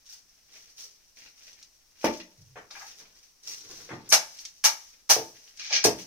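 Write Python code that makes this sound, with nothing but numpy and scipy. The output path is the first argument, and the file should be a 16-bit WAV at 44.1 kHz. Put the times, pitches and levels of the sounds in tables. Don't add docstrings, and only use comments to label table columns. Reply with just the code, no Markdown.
import sys
import numpy as np
from scipy import signal
from scipy.fft import rfft, irfft
from scipy.io import wavfile

SR = 44100
rng = np.random.default_rng(int(sys.argv[2]) if len(sys.argv) > 2 else 0)


def persist_wave(psi):
    counts = np.round(np.clip(psi, -1, 1) * 32767).astype(np.int16)
    wavfile.write(sys.argv[1], SR, np.atleast_2d(counts).T)


N = 267334
T = np.arange(N) / SR


def undb(db):
    return 10 ** (np.asarray(db) / 20)


def unit(x):
    return x / np.sqrt(np.sum(x ** 2) + 1e-18)


def on_log(hz, points):
    point_hz, value = np.transpose(points)
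    return np.interp(np.log(np.maximum(hz, 1)), np.log(point_hz), value)


def colour(x, points):
    size = 4096
    response_db = on_log(np.fft.rfftfreq(size, 1 / SR), points)
    cepstrum = irfft(np.log(undb(response_db)))
    cepstrum[1:size // 2] *= 2
    cepstrum[size // 2 + 1:] = 0
    impulse = irfft(np.exp(rfft(cepstrum)))
    return signal.fftconvolve(x, impulse)[:len(x)]


def band(x, low_hz, high_hz, order=2):
    high_hz = min(max(high_hz, low_hz * 1.1), SR * .48)
    sos = signal.butter(order, [low_hz, high_hz], "band", fs=SR, output="sos")
    return signal.sosfilt(sos, x)


def ring(x, modes):
    t = T[:SR // 2]
    response = 0
    for hz, t60_s, db in modes:
        mode = np.cos(2 * np.pi * hz * t) * undb(-60 * t / t60_s)
        response = response + undb(db) * unit(mode)
    return signal.fftconvolve(x, response)[:len(x)]


def grains(count, per_s, spread_db):
    happens = rng.random(count) < per_s / SR
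    sizes = undb(spread_db * np.minimum(rng.exponential(size=count), 4))
    signs = rng.choice([-1, 1], count)
    return unit(happens * sizes * signs) * np.sqrt(count)


def contact(length_s, first_blow, per_s, spread_db):
    push = np.zeros(SR // 3)
    count = max(int(length_s * SR), 40)
    push[:count] = unit(grains(count, per_s, spread_db))
    push[0] += first_blow
    return push


def add(out, s, sound, db, pan_db=0):
    start = int(s * SR)
    sound = (unit(sound) * np.sqrt(SR / 100))[:N - start]
    ports_db = db + np.array([[pan_db], [-pan_db]]) / 2
    out[:, start:start + len(sound)] += undb(ports_db) * sound


def rubbing(points, per_s, spread_db, judder_db, judder_hz):
    knots = rng.standard_normal(N // 100)
    judder = np.interp(T * judder_hz, np.arange(len(knots)), knots)
    stream = grains(N, per_s, spread_db) * undb(judder_db * judder)
    return unit(colour(stream, points)) * np.sqrt(N)


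def stroke(start_s, rise_s, hold_s, fall_db_per_s):
    build = np.sin(np.pi / 2 * np.clip((T - start_s) / rise_s, 0, 1)) ** 2
    since_release_s = np.maximum(T - start_s - rise_s - hold_s, 0)
    return build * undb(-fall_db_per_s * since_release_s)


def strokes(rows, fall_db_per_s):
    power = 0
    for s, rise_s, hold_s, db in rows:
        power = power + (undb(db) * stroke(s, rise_s, hold_s, fall_db_per_s)) ** 2
    return np.sqrt(power)


# (frequency [Hz], density [dB per Hz])
FLOOR_SPECTRUM = [(20, -99), (45, -102), (80, -109), (200, -111), (700, -113), (3000, -113), (6000, -116),
                  (16000, -116)]


def air(side_share=0.72):
    mid, side = (colour(rng.standard_normal(N), FLOOR_SPECTRUM) * np.sqrt(SR / 2) for _ in range(2))
    return mid + side_share * side * np.array([[1], [-1]])


# (start [s], rise [s], hold [s], level [dB], extra on the coarse grains [dB])
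SAND_STROKES = [(0.048, .015, 0.0725, -53, -11), (0.473, 0.0678, 0.0244, -54.5, -2.5),
                (0.588, 0.019, 0.1025, -62.5, -6), (0.749, 0.05, 0.0177, -45.5, -11.5),
                (1.12, 0.0873, 0.0232, -52, -1.5), (1.314, 0.1344, .07, -56.5, -2),
                (1.569, 0.0227, 0.039, -62, -5.5), (1.938, 0.1053, 0.1286, -49, -5),
                (2.35, 0.0137, 0.0154, -63.5, -5), (2.702, 0.043, 0.1254, -47.5, -5.5),
                (2.964, 0.025, 0.009, -51, -9), (3.096, 0.0487, 0.124, -62, -11.5),
                (3.398, 0.1101, 0.015, -40.5, -18), (3.555, 0.1305, 0.172, -50.5, -24.5),
                (4.261, 0.0656, 0.1222, -49, -10), (4.538, 0.021, .02, -56.5, -19),
                (4.785, 0.0335, 0.069, -55, -5.5), (5.117, 0.0133, 0.016, -35.5, -18.5),
                (5.299, 0.069, 0.29, -59.5, -7), (5.968, 0.0255, 0.014, -45, -7.5)]
# (frequency [Hz], relative level [dB])
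FINE_SAND_COLOUR = [(200, -28), (1500, -8), (3000, -1), (4500, -0.5), (6500, -1.5), (9000, -8.5),
                    (16000, -8)]
COARSE_SAND_COLOUR = [(150, -12), (600, -6.5), (1200, -9), (1800, 3), (2600, 5), (4000, -3), (8000, -22),
                      (16000, -43.5)]
SAND_FALL_DB_PER_S = 190
SOLES_DB, SOLES_COARSE_DB = -69.5, -6


def sand(fine_db=-6, coarse_db=-1):
    fine = rubbing(FINE_SAND_COLOUR, per_s=2800, spread_db=6.0, judder_db=3.0, judder_hz=70.36)
    coarse = rubbing(COARSE_SAND_COLOUR, per_s=1700, spread_db=6.0, judder_db=6.5, judder_hz=64.44)
    s, rise_s, hold_s, db, rel_db = np.transpose(SAND_STROKES)
    fine_moves = strokes(zip(s, rise_s, hold_s, db), SAND_FALL_DB_PER_S)
    coarse_moves = strokes(zip(s, rise_s, hold_s, db + rel_db), SAND_FALL_DB_PER_S)
    fine_gain = np.hypot(fine_moves, undb(SOLES_DB))
    coarse_gain = np.hypot(coarse_moves, undb(SOLES_DB + SOLES_COARSE_DB))
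    return undb(fine_db) * fine * fine_gain + undb(coarse_db) * coarse * coarse_gain


# (time [s], level [dB], left minus right [dB])
STONE_TICKS = [(0.064, -59.5, 5), (.141, -64, 5.5), (1.53, -59.5, 1.5), (1.628, -55, 1.5), (2.71, -53, 5.5),
               (3.608, -53.5, 4.5), (4.3876, -50, 2), (4.452, -43, 0.5), (5.573, -54.5, 8),
               (5.599, -52.5, 6), (5.639, -56, 9)]


def ticks():
    out = np.zeros((2, N))
    for s, db, pan_db in STONE_TICKS:
        snap = contact(.006, first_blow=.7, per_s=7000, spread_db=3)
        add(out, s, band(snap, 2500, 6500), db, pan_db)
    return out


# (start [s], rise [s], hold [s], level [dB])
CRUMB_SLIDES = [(.48, 0.0236, 0.0395, -73.5), (2.88, 0.089, 0.171, -72), (3.42, 0.071, 0.2, -64.5),
                (3.64, 0.0167, 0.293, -58.5), (4.02, 0.0646, 0.057, -56.5)]
# (frequency [Hz], relative level [dB])
CRUMB_SPECTRUM = [(40, -3.5), (150, -3), (380, 3.5), (700, -6), (1500, -3.5), (4000, -6), (16000, -38)]
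CRUMB_FALL_DB_PER_S = 125


def crumbs():
    patter = rubbing(CRUMB_SPECTRUM, per_s=400, spread_db=2, judder_db=2.5, judder_hz=35)
    return patter * strokes(CRUMB_SLIDES, CRUMB_FALL_DB_PER_S)


# (frequency [Hz], t60 [s], level against the thud before modes_db [dB])
STANDING_WAVES = [(126, .5, -34), (189, .45, -30), (235, .25, -29), (334, .26, -26), (419, .22, -28),
                  (447, .2, -29), (603, .2, -29), (886, .22, -23)]


def squash(length_s, low_hz, high_hz, slap_db=-22, slab_db=-16, modes_db=-2):
    push = contact(length_s, first_blow=.006 / length_s, per_s=6000, spread_db=3)
    body = band(push, low_hz, high_hz, order=3)
    slap = undb(slap_db) * band(push, high_hz, 3 * high_hz)
    slab = undb(slab_db) * band(push, 62, 160)
    return body + slap + slab + undb(modes_db) * ring(body + slab, STANDING_WAVES)


# (time [s], squash length [s], level [dB],
# low edge [Hz], high edge [Hz], slump relative to landing [dB])
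LANDINGS = [(0.844, 0.026, -67, 402, 620, -11.5), (2.043, 0.00397, -18, 232.6, 1084, -9),
            (2.37, 0.0646, -53.5, 69.7, 159, -3), (2.557, 0.034, -39.5, 347, 2275, -17.5),
            (3.0, 0.0271, -57.5, 140, 2000, -9.5), (3.891, 0.0452, -35, 216, 2240, -15),
            (3.911, 0.032, -37, 91.6, 400, -12), (5.164, 0.00179, -30, 330, 1002, -3.5),
            (5.851, 0.003136, -18.5, 214.3, 912, -10), (5.853, .008, -40.5, 65.2, 151.3, -22)]
SLUMP_AFTER_S, SLUMP_EXTRA_S, SLUMP_HZ_RATIO = 0.016, 0.013, 0.884


def thuds():
    out = np.zeros((2, N))
    for s, length_s, db, low_hz, high_hz, slump_db in LANDINGS:
        add(out, s, squash(length_s, low_hz, high_hz), db)
        slump = squash(length_s + SLUMP_EXTRA_S, low_hz * SLUMP_HZ_RATIO, high_hz * SLUMP_HZ_RATIO)
        add(out, s + length_s + SLUMP_AFTER_S, slump, db + slump_db)
    return out


# (time [s], contact length [s], level [dB], low edge [Hz],
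# high edge [Hz], left minus right [dB], graze before the bite [s])
BITES = [(2.0433, 0.016, -29.5, 648, 3179, 5.5, 0.0143), (2.044, 0.0052, -38.5, 4400, 15100, -4, .012),
         (2.706, 0.00694, -50, 700, 5000, 1.5, .002), (2.753, 0.00775, -44, 820, 2500, 3, .003),
         (2.804, 0.024, -44, 740, 1934, 0.5, .003), (4.092, 0.017, -35.5, 6134, 14100, 0.5, .002),
         (4.1227, 0.012, -15, 618, 13050, -0.5, .009), (4.642, 0.0134, -17.5, 750.7, 13700, 0.5, .003),
         (5.0986, 0.013, -16, 540, 15470, -.5, .006), (5.703, 0.019, -42, 521, 896, 4, 0.00322),
         (5.841, 0.01018, -20.5, 965, 13470, 0, 0.0019)]
# (frequency [Hz], relative level [dB])
CRUNCH_COLOUR = [(100, 18), (500, -4.5), (1000, -1.5), (1600, -0.5), (2500, 1.5), (3700, -1), (6000, -1.5),
                 (9000, -6), (16000, -3.5)]
# (frequency [Hz], t60 [s], level against the direct sound before blade_db or ring_db [dB])
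BLADE_MODES = [(560, .09, -22), (630, .1, -20), (800, .11, -15), (875, .16, -16), (1230, .08, -22),
               (1650, .13, -20), (2288, .15, -16), (2450, .1, -21)]
GRAZE_DB, FOLLOW_AFTER_S, FOLLOW_STRETCH, FOLLOW_DB = -16.5, .0095, 1.3, -3.5


def chops(blade_db=-4, bite_blow=.36):
    out = np.zeros((2, N))
    for s, length_s, db, low_hz, high_hz, pan_db, graze_s in BITES:
        # (s, contact length s, dB, strength of its first blow)
        graze = (s - graze_s, graze_s, db + GRAZE_DB, 0)
        bite = (s, length_s, db, bite_blow)
        follow = (s + FOLLOW_AFTER_S, length_s * FOLLOW_STRETCH, db + FOLLOW_DB, bite_blow / 2)
        for touch_s, contact_s, touch_db, blow in (graze, bite, follow):
            push = contact(contact_s, first_blow=blow, per_s=3500, spread_db=4.5)
            crunch = colour(push, CRUNCH_COLOUR)
            ringing = crunch + undb(blade_db) * ring(crunch, BLADE_MODES)
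            add(out, touch_s, band(ringing, low_hz, high_hz, order=3), touch_db, pan_db)
    return out


# (start [s], rise [s], hold [s], level [dB])
DRAG_STROKES = [(5.57, 0.0381, 0.2216, -45), (5.685, 0.0556, 0.0365, -31.5)]
# (frequency [Hz], relative level [dB])
DRAG_SPECTRUM = [(100, -20.5), (450, -15.5), (620, -15), (760, -19), (1200, -6.5), (1700, 2), (2500, 8.5),
                 (4200, 4.5), (6000, -1), (7000, -4.5), (8200, -23.5), (16000, -24.5)]
DRAG_FALL_DB_PER_S = 900.5


def drag(ring_db=-2):
    stream = rubbing(DRAG_SPECTRUM, per_s=1500, spread_db=4, judder_db=2.6, judder_hz=160)
    rasp = stream * strokes(DRAG_STROKES, DRAG_FALL_DB_PER_S)
    return rasp + undb(ring_db) * ring(rasp, BLADE_MODES)


# (frequency [Hz], t60 [s])
EARLY_T60 = [(100, .38), (260, 0.303), (700, 0.21), (1800, 0.2094), (5000, 0.1445), (13000, 0.14)]
PORT_GAP_M = .12


def room(direct_db=-6, late_db=-23, late_t60_s=0.5713, build_s=0.00056):
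    t = T[:SR]
    hz = np.fft.rfftfreq(SR, 1 / SR)
    alike = .94 * np.sinc(2 * hz * PORT_GAP_M / 343)
    mid, side = rfft(rng.standard_normal((2, SR))) * np.sqrt([1 + alike, 1 - alike])
    ports = np.array([mid + side, mid - side])
    edges_hz = np.r_[0, np.geomspace(100, SR / 2, 15)]
    out = np.zeros((2, SR))
    for low, high in zip(edges_hz, edges_hz[1:]):
        t60_s = on_log((low + high) / 2, EARLY_T60)
        decay = undb(-60 * t / t60_s) + undb(late_db - 60 * t / late_t60_s)
        noise = irfft(ports * ((hz >= low) & (hz < high)))
        echoes = noise * decay * (1 - np.exp(-t / build_s))
        out += unit(echoes) * 2 * np.sqrt((high - low) / SR)
    out[[0, 1], [rng.integers(1, 6), 0]] += undb(direct_db)
    return unit(out) * np.sqrt(2)


def in_room(x, dwell_s, count):
    out = 0
    for spot in range(count):
        away = np.abs((T / dwell_s - spot + 1) % count - 1)
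        share = np.cos(np.minimum(away, 1) * np.pi / 2)
        out = out + signal.fftconvolve(x * share, room(), axes=1)[:, :N]
    return out


def scene():
    stones = ticks()
    gritty = in_room(sand() + .75 * stones + chops() + drag(), dwell_s=.007, count=5)
    heavy = in_room(crumbs() + thuds(), dwell_s=.03, count=3)
    return air() + gritty + heavy + .5 * stones


# (frequency [Hz], gain [dB])
PORT_RESPONSE = [(30, 7), (3000, 0.5), (3700, 2.5), (4600, 8.5), (5200, 12.5), (5800, 16.5), (6400, 11),
                 (7200, 4), (9500, 3), (12500, -1), (14500, 5.5), (16000, -4.5)]
# (frequency [Hz], left port minus right port [dB])
PORT_DIFFERENCE = [(500, -0.5), (1100, 3), (2600, 3.5), (5000, 1), (8000, 3), (13000, 0)]
TOP_HZ = 16000


def record(dry):
    ports = []
    for x, sign in zip(dry, (1, -1)):
        own_colour = [(hz, sign * db / 2) for hz, db in PORT_DIFFERENCE]
        ports.append(colour(colour(x, PORT_RESPONSE), own_colour))
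    low_pass = signal.ellip(12, .2, 100, TOP_HZ, fs=SR, output="sos")
    return signal.sosfilt(low_pass, np.clip(ports, -1, 1))


dry = scene()
out = record(dry)
persist_wave(out)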